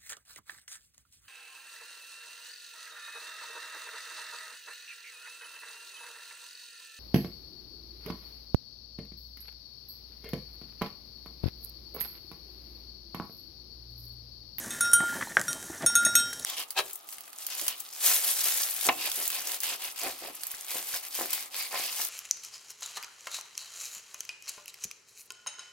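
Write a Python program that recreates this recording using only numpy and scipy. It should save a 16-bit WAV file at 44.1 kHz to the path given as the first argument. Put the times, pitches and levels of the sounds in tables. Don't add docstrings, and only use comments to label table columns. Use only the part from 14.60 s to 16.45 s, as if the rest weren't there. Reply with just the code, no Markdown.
import sys
import numpy as np
from scipy import signal
from scipy.fft import rfft, irfft
from scipy.io import wavfile
from scipy.ndimage import uniform_filter1d

SR = 44100
rng = np.random.default_rng(int(sys.argv[2]) if len(sys.argv) > 2 else 0)


def store_pcm(level_fs):
    pcm = np.round(np.clip(level_fs, -1, 1) * 32767).astype(np.int16)
    wavfile.write(sys.argv[1], SR, np.atleast_2d(pcm).T)


def voltage_ratio(decibels):
    exponent = np.asarray(decibels, float) / 20
    return 10 ** exponent


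N = 81585

# pitch_hz, level_db (per Hz)
FIELD_TONE = [(15, -45), (25, 10), (236, 1.5), (1100, -3), (1400, -8), (2410, -14), (3720, -4.5),
              (9570, -7.5), (16000, -6.5)]
# time_s, straw_db, shuffle_db
MOVEMENT = [(0.0, -41.5, -46), (0.334, -44, -51.5), (0.582, -42.5, -45), (0.716, -47, -57),
            (0.958, -44, -52.5), (1.16, -44, -58.5), (1.334, -48, -52.5), (1.448, -44.5, -48.5),
            (1.7, -45, -53), (1.85, -48, -57)]
# pitch_hz, level_db (per Hz)
STRAW_TONE = [(300, 6.5), (4600, -11.5), (5800, 6.5), (10500, 4), (12500, -0.5), (16000, -28)]
# pitch_hz, level_db (per Hz)
SHUFFLE_TONE = [(60, -31), (230, 9), (420, -7.5), (1250, -8), (1750, 10), (2050, -1.5), (2450, -10),
                (16000, -6.5)]
# start_s, length_s, level_db, start_hz, end_hz
CHIRPS = [
    (.678, 0.012, -43.5, 4060, 4200),
    (1.175, .012, -41, 7400, 4950),
    (1.593, .012, -32, 4000, 4300),
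    (1.732, 0.0098, -37.5, 7760, 5400),
    (1.823, 0.011, -37, 7555, 4800),
]
# start_s, peak_db, centre_hz
STRAW_SNAPS = [(0.316, -21.5, 8950), (0.7955, -19.5, 6660), (0.802, -27, 7500), (0.814, -14, 7900),
               (0.839, -34, 6000), (0.9302, -16, 7540), (1.0272, -25.5, 9350), (1.2233, -26, 6740),
               (1.731, -17, 9008), (1.734, -23, 6600), (1.7947, -24, 8060), (1.7974, -22.5, 8500)]
# pitch_hz, level_db, t60_s (time to fade by 60 dB)
BOARD_MODES = [(135.5, -37, 0.024), (272, -2.5, 0.035), (365, -6.5, 0.04), (642, 3, 0.011),
               (894, -4.5, 0.013), (1190, -2, 0.014)]
# pitch_hz, level_db, t60_s
GRIT_MODES = [(870, -12.5, 0.016), (1280, -17, 0.0048), (1530, 2.5, 0.013), (1780, 5.5, 0.023),
              (1840, -21, 0.006763), (3000, -2, 0.004)]
# pitch_hz, level_db, t60_s
EDGE_MODES = [(870, -14.5, 0.027), (1300, -11, .01), (1581, 4.5, 0.015), (1797, -3, 0.015),
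              (3050, -12, 0.01031), (5640, -13, 0.0073)]
# start_s, level_db, scrape_length_s, scuff_share_db
THUMPS = [(0.037, -42, 0.071, -2), (0.102, -48, 0.01475, 1), (0.424, -39, 0.019, -16),
          (0.402, -25, 0.006, -3.5), (0.414, -37, 0.029, -17), (0.688, -41, 0.044, 6),
          (0.542, -41, 0.046, -18), (.585, -43.5, 0.034, -20), (0.609, -28, 0.0074, 33),
          (0.621, -27.5, 0.0089, 26), (0.77, -34, 0.0055, -21), (0.786, -33, 0.0235, -26),
          (0.888, -43.5, 0.0345, -1), (1.12, -41, 0.054, 14), (1.205, -37, 0.024, -4),
          (1.223, -30, 0.017, -4), (1.237, -30, .012, -23), (1.461, -28, 0.011, -2.5),
          (1.484, -39.5, 0.014, -12), (0.931, -44.5, 0.043, -27), (.36, -47, 0.025, -21)]
# start_s, level_db
KNOCKS = [
    (0.045, -36),
    (.769, -6.5),
    (0.8148, -27.5),
    (1.0276, -37),
    (1.7285, -32),
]
# delay_s, level_db
KNOCK_ECHOES = [(.0065, -20), (.0105, -30), (0.017, -41), (.022, -49)]
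# start_s, level_db, pitch_hz
HOOF_TAPS = [(.527, -27, 900), (.558, -29, 750), (.566, -25, 1000), (0.44, -28, 890), (0.589, -32, 560),
             (.601, -29, 1695), (.637, -38, 1400), (.672, -25.5, 880), (.184, -38, 630), (0.33, -37.5, 118),
             (.89, -38, 150), (.068, -31.5, 234), (1.1, -28.5, 330), (0.24, -43, 880), (.404, -19, 696),
             (0.35, -21, 1500), (1.3, -29, 930), (1.3, -28, 1900), (0.72, -24, 1780), (.611, -37, 1460),
             (1.1, -30, 760), (0.98, -36, 900)]
LOWER_BELL_HZ = [2579, 3150, 3601, 3798, 4143, 5572, 5719, 6523, 8299, 8386]
# level_db, t60_s, broad_wall_gain_db, lip_gain_db, seam_gain_db
BELL_MODES = [(-48, 0.21, 7, 6, -1.5), (-48, 0.64, 0, -3, -5), (-38, 0.18, 4, 11, -1.0),
              (-41, 0.65, 3, 1.3, -5), (-46, 0.18, 3.2, 1, -0.5), (-37.5, 0.58, 12, 14, 1),
              (-36.5, 0.12597, -17, 3.8, -3.3), (-28, 0.15, 10, -2, 1.7), (-40.5, 0.3, -11.5, -2.5, 0),
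              (-34, 0.23, 8.5, 7, -2),
              (-42, 0.085, -1, 3, 6.5), (-23.5, 0.14, 3, -9.8, 7), (-34.5, 0.24, -11.5, 10, 8.5),
               (-36.2, 0.084, 4, -5, 18.5), (-42.5, 0.091, -3, -6.2, -9), (-53, 0.061, -3.37, 14, 5),
               (-41.5, 0.1, 0, -5, -4.5), (-42, 0.11, 5.5, -10, -9), (-38.5, 0.095, -4.3, -4, 4),
               (-37, 0.09, 2.7, -7.2, 3.0), (-47, 0.065, 5, 12.0, 6)]
UPPER_BELL_HZ = [7520, 9524, 9562, 10794, 11290, 11570, 12820, 12895, 13647, 13935, 15100]
# start_s, level_db, wall (-1 narrow, 1 broad), height (-1 crown, 1 lip), side (-1 middle, 1 seam)
STRIKES = [
    (.106, -8, 0.3, 0.52, -0.51),
    (.2079, 1.9, -0.19, 0.086, .53),
    (0.3327, 7.5, -0.83, -0.92, 0.21),
    (0.881, -3.5, -0.66, 0.42, -0.86),
    (1.2618, 3, 0.35, 0.14, 0.56),
    (1.3534, 6.5, 0.62, -0.2, -0.25),
    (1.4499, 1.5, 0.87, -0.0038, 0.2),
    (1.5528, 9.5, 0.73, -0.031, -1),
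    (1.8478, 0.8, -1, -.49, .13),
]
# start_s, level_db, wall, height, side (as in STRIKES)
REBOUNDS = [
    (.245, -14.5, 0.84, 0.61, -0.84),
    (.906, -11.5, -0.32, .1, 0.64),
    (1.599, -7.5, -0.29, -.3, -0.83),
]
HUM_LEVELS = [-47, -25.5, -19.5, -28, -31, -20.5, -24.5, -22.5, -33]
# time_s, loss_db_per_s
COAT_DAMPING = [(0, 80), (.2, 0), (.26, 10), (.3, 70), (.4, 55), (.5, 75), (.55, 290), (.872, 330),
                (.935, 350), (.96, 30), (1.26, 40), (1.39, 30), (1.41, 100), (1.56, 90), (1.66, 130),
                (1.71, 220), (1.74, 270), (1.77, 5)]
LONGEST_MODES = [1, 3, 5]
# first_db, second_db, third_db
LONGEST_LEVELS = [(-53, -49.5, -48), (-51.5, -41.5, -35), (-33, -40.5, -53), (-47, -44, -57),
                  (-47.5, -43, -27), (-45, -35.5, -32.5), (-67, -33, -28.5), (-37.5, -29.5, -23),
                  (-50, -44, -42)]
# pitch_hz, level_db (per Hz)
CRACK_TONE = [(600, -28), (1300, -21), (1800, 5.5), (2600, -16.5), (5000, -11.5), (9000, 1), (14000, -4.5),
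              (16500, -28)]


def colour(x, points):
    p = np.array(points, float)
    hz = np.fft.rfftfreq(len(x), 1 / SR) + 1
    level_db = np.interp(np.log(hz), np.log(p[:, 0]), p[:, 1])
    y = irfft(rfft(x) * voltage_ratio(level_db), len(x))
    return y / y.std()


def walk(rate, size=N):
    k = max(int(SR / rate), 2)
    noise = rng.standard_normal(size + 2 * k)
    w = uniform_filter1d(uniform_filter1d(noise, k), k)[k:-k]
    return w / w.std()


def add(out, at, x):
    i = int(at * SR)
    out[i:i + len(x)] += x[:N - i]


def ring(modes, phase, size):
    m, t = np.array(modes, float), np.arange(size) / SR
    fade = np.exp(-np.log(1000) * t / m[:, 2:3])
    return voltage_ratio(m[:, 1:2]) * np.sin(2 * np.pi * m[:, :1] * t + phase) * fade


def high_pass(x, hz):
    return signal.sosfilt(signal.butter(4, hz, "high", fs=SR, output="sos"), x)


def field():
    return voltage_ratio(-48.5) * colour(rng.standard_normal(N), FIELD_TONE)


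def grains():
    hit = rng.random(N) < 2500 / SR
    size_db = np.minimum(5.5 * rng.exponential(size=N), 9)
    return rng.standard_normal(N) * (0.38 + hit * voltage_ratio(size_db))


def bedding():
    t, move = np.arange(N) / SR, np.array(MOVEMENT)
    straw_db = np.interp(t, move[:, 0], move[:, 1]) - 0.5 + 0.96 * walk(37.5)
    flicker = np.minimum(walk(35), 1.5)
    shuffle_db = np.interp(t, move[:, 0], move[:, 2]) + 5 + 2.97 * flicker
    return colour(grains(), STRAW_TONE) * voltage_ratio(straw_db) + colour(grains(), SHUFFLE_TONE) * voltage_ratio(shuffle_db)


def bird():
    out = np.zeros(N)
    for at, length, db, start_hz, end_hz in CHIRPS:
        u = np.linspace(0, 1, int(length * SR))
        pitch_hz = start_hz + (end_hz - start_hz) * u
        whistle = np.sin(2 * np.pi * np.cumsum(pitch_hz) / SR)
        add(out, at, voltage_ratio(db) * np.sin(np.pi * u) * whistle)
    return out


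def straw_snaps():
    out, t = np.zeros(N), np.arange(300) / SR
    for at, db, hz in STRAW_SNAPS:
        b, a = signal.butter(1, [hz * 0.75, hz * 1.25], "band", fs=SR)
        burst = rng.standard_normal(300) * np.exp(-t / 0.00071)
        snap = signal.lfilter(b, a, burst)
        add(out, at, voltage_ratio(db) * snap / np.abs(snap).max())
    return out


def hoof_taps():
    out, t = np.zeros(N), np.arange(4000) / SR
    for at, db, hz in HOOF_TAPS:
        t60_s = 9 / hz
        tap = ring([(hz, db, t60_s), (1.93 * hz, db - 14, t60_s)], 0, 4000).sum(axis=0)
        add(out, at, tap * (1 - np.exp(-t / 0.00037)))
    return out


def hoof_thumps():
    out, t = np.zeros(N), np.arange(4000) / SR
    boards = ring(BOARD_MODES, 0, 4000).sum(axis=0)
    scuff = ring(GRIT_MODES, 0, 4000).sum(axis=0)
    for at, db, length, scuff_db in THUMPS:
        noise, roughness = rng.standard_normal((2, 4000))
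        press = np.sin(np.pi * np.clip(t / length, 0, 1)) ** 0.5
        grit = noise * voltage_ratio(2.43 * roughness) * press
        thump = high_pass(signal.fftconvolve(grit, boards + voltage_ratio(scuff_db) * scuff), 125)
        add(out, at, voltage_ratio(db) * 2 * thump / np.abs(thump).max())
    return out


def hoof_knocks():
    out, t = np.zeros(N), np.arange(4000) / SR
    edge = ring(EDGE_MODES, 0, 4000).sum(axis=0)
    blow = high_pass(edge * (1 - np.exp(-t / 0.00032)), 400)
    for at, db in KNOCKS:
        for delay, echo_db in [(0.0002, 0)] + KNOCK_ECHOES:
            add(out, at + delay, voltage_ratio(db + echo_db) * blow)
    return out


def bell():
    out = np.zeros(N)
    m = np.c_[LOWER_BELL_HZ + UPPER_BELL_HZ, BELL_MODES]
    swing = voltage_ratio(1.5 * np.array([walk(13.6) for _ in m]))
    loss_db = np.cumsum(np.interp(np.arange(N) / SR, *np.array(COAT_DAMPING).T)) / SR
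    starts = np.array([s[0] for s in STRIKES] + [N / SR])
    hum_levels = HUM_LEVELS + [-120] * len(REBOUNDS)
    crack_fade = np.exp(-np.arange(1024) / SR / 0.0032)
    for k, ((at, db, *place), hum_db) in enumerate(zip(STRIKES + REBOUNDS, hum_levels)):
        i = int(at * SR)
        n = int(starts[starts > at][0] * SR) - i
        t = np.arange(n) / SR
        modes = np.c_[m[:, 0], m[:, 1] + db + m[:, 3:] @ place, m[:, 2]]
        if k < len(LONGEST_LEVELS):
            modes[LONGEST_MODES, 1] = LONGEST_LEVELS[k]
        phase = rng.uniform(0, 2 * np.pi, (len(m), 1))
        tone = (ring(modes, phase, n) * swing[:, i:i + n]).sum(axis=0)
        hum_fade = voltage_ratio(hum_db + loss_db[i] - loss_db[i:i + n])
        hum = hum_fade * np.sin(2 * np.pi * 1409 * t)
        contact = 1 - np.exp(-t / 0.00044)
        add(out, at, (tone + hum) * contact)
        crack = colour(rng.standard_normal(1024), CRACK_TONE) * crack_fade
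        add(out, at, voltage_ratio(db - 25) * crack)
    return out


def shelter(sound):
    t = np.arange(8000) / SR
    tail = rng.standard_normal(8000) * np.exp(-np.log(1000) * t / 0.16)
    tail[:150] = 0
    return signal.fftconvolve(sound, tail / np.sqrt(np.sum(tail ** 2)))[:N]


def scene():
    background = field() + bedding() + bird()
    floor = straw_snaps() + hoof_taps() + hoof_thumps() + hoof_knocks()
    chime = bell()
    echo = voltage_ratio(-10) * shelter(floor + voltage_ratio(-13) * chime)
    mono = background + floor + chime + echo
    return np.array([mono, mono])


def top_cut(x):
    return signal.sosfilt(signal.butter(12, 16260, fs=SR, output="sos"), x)


def record(dry):
    x = signal.sosfilt(signal.butter(2, [72, 14100], "band", fs=SR, output="sos"), dry)
    x = signal.sosfilt(signal.ellip(8, 0.2, 60, 15900, fs=SR, output="sos"), x)
    return top_cut(x)


dry = scene()
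out = record(dry)
store_pcm(out)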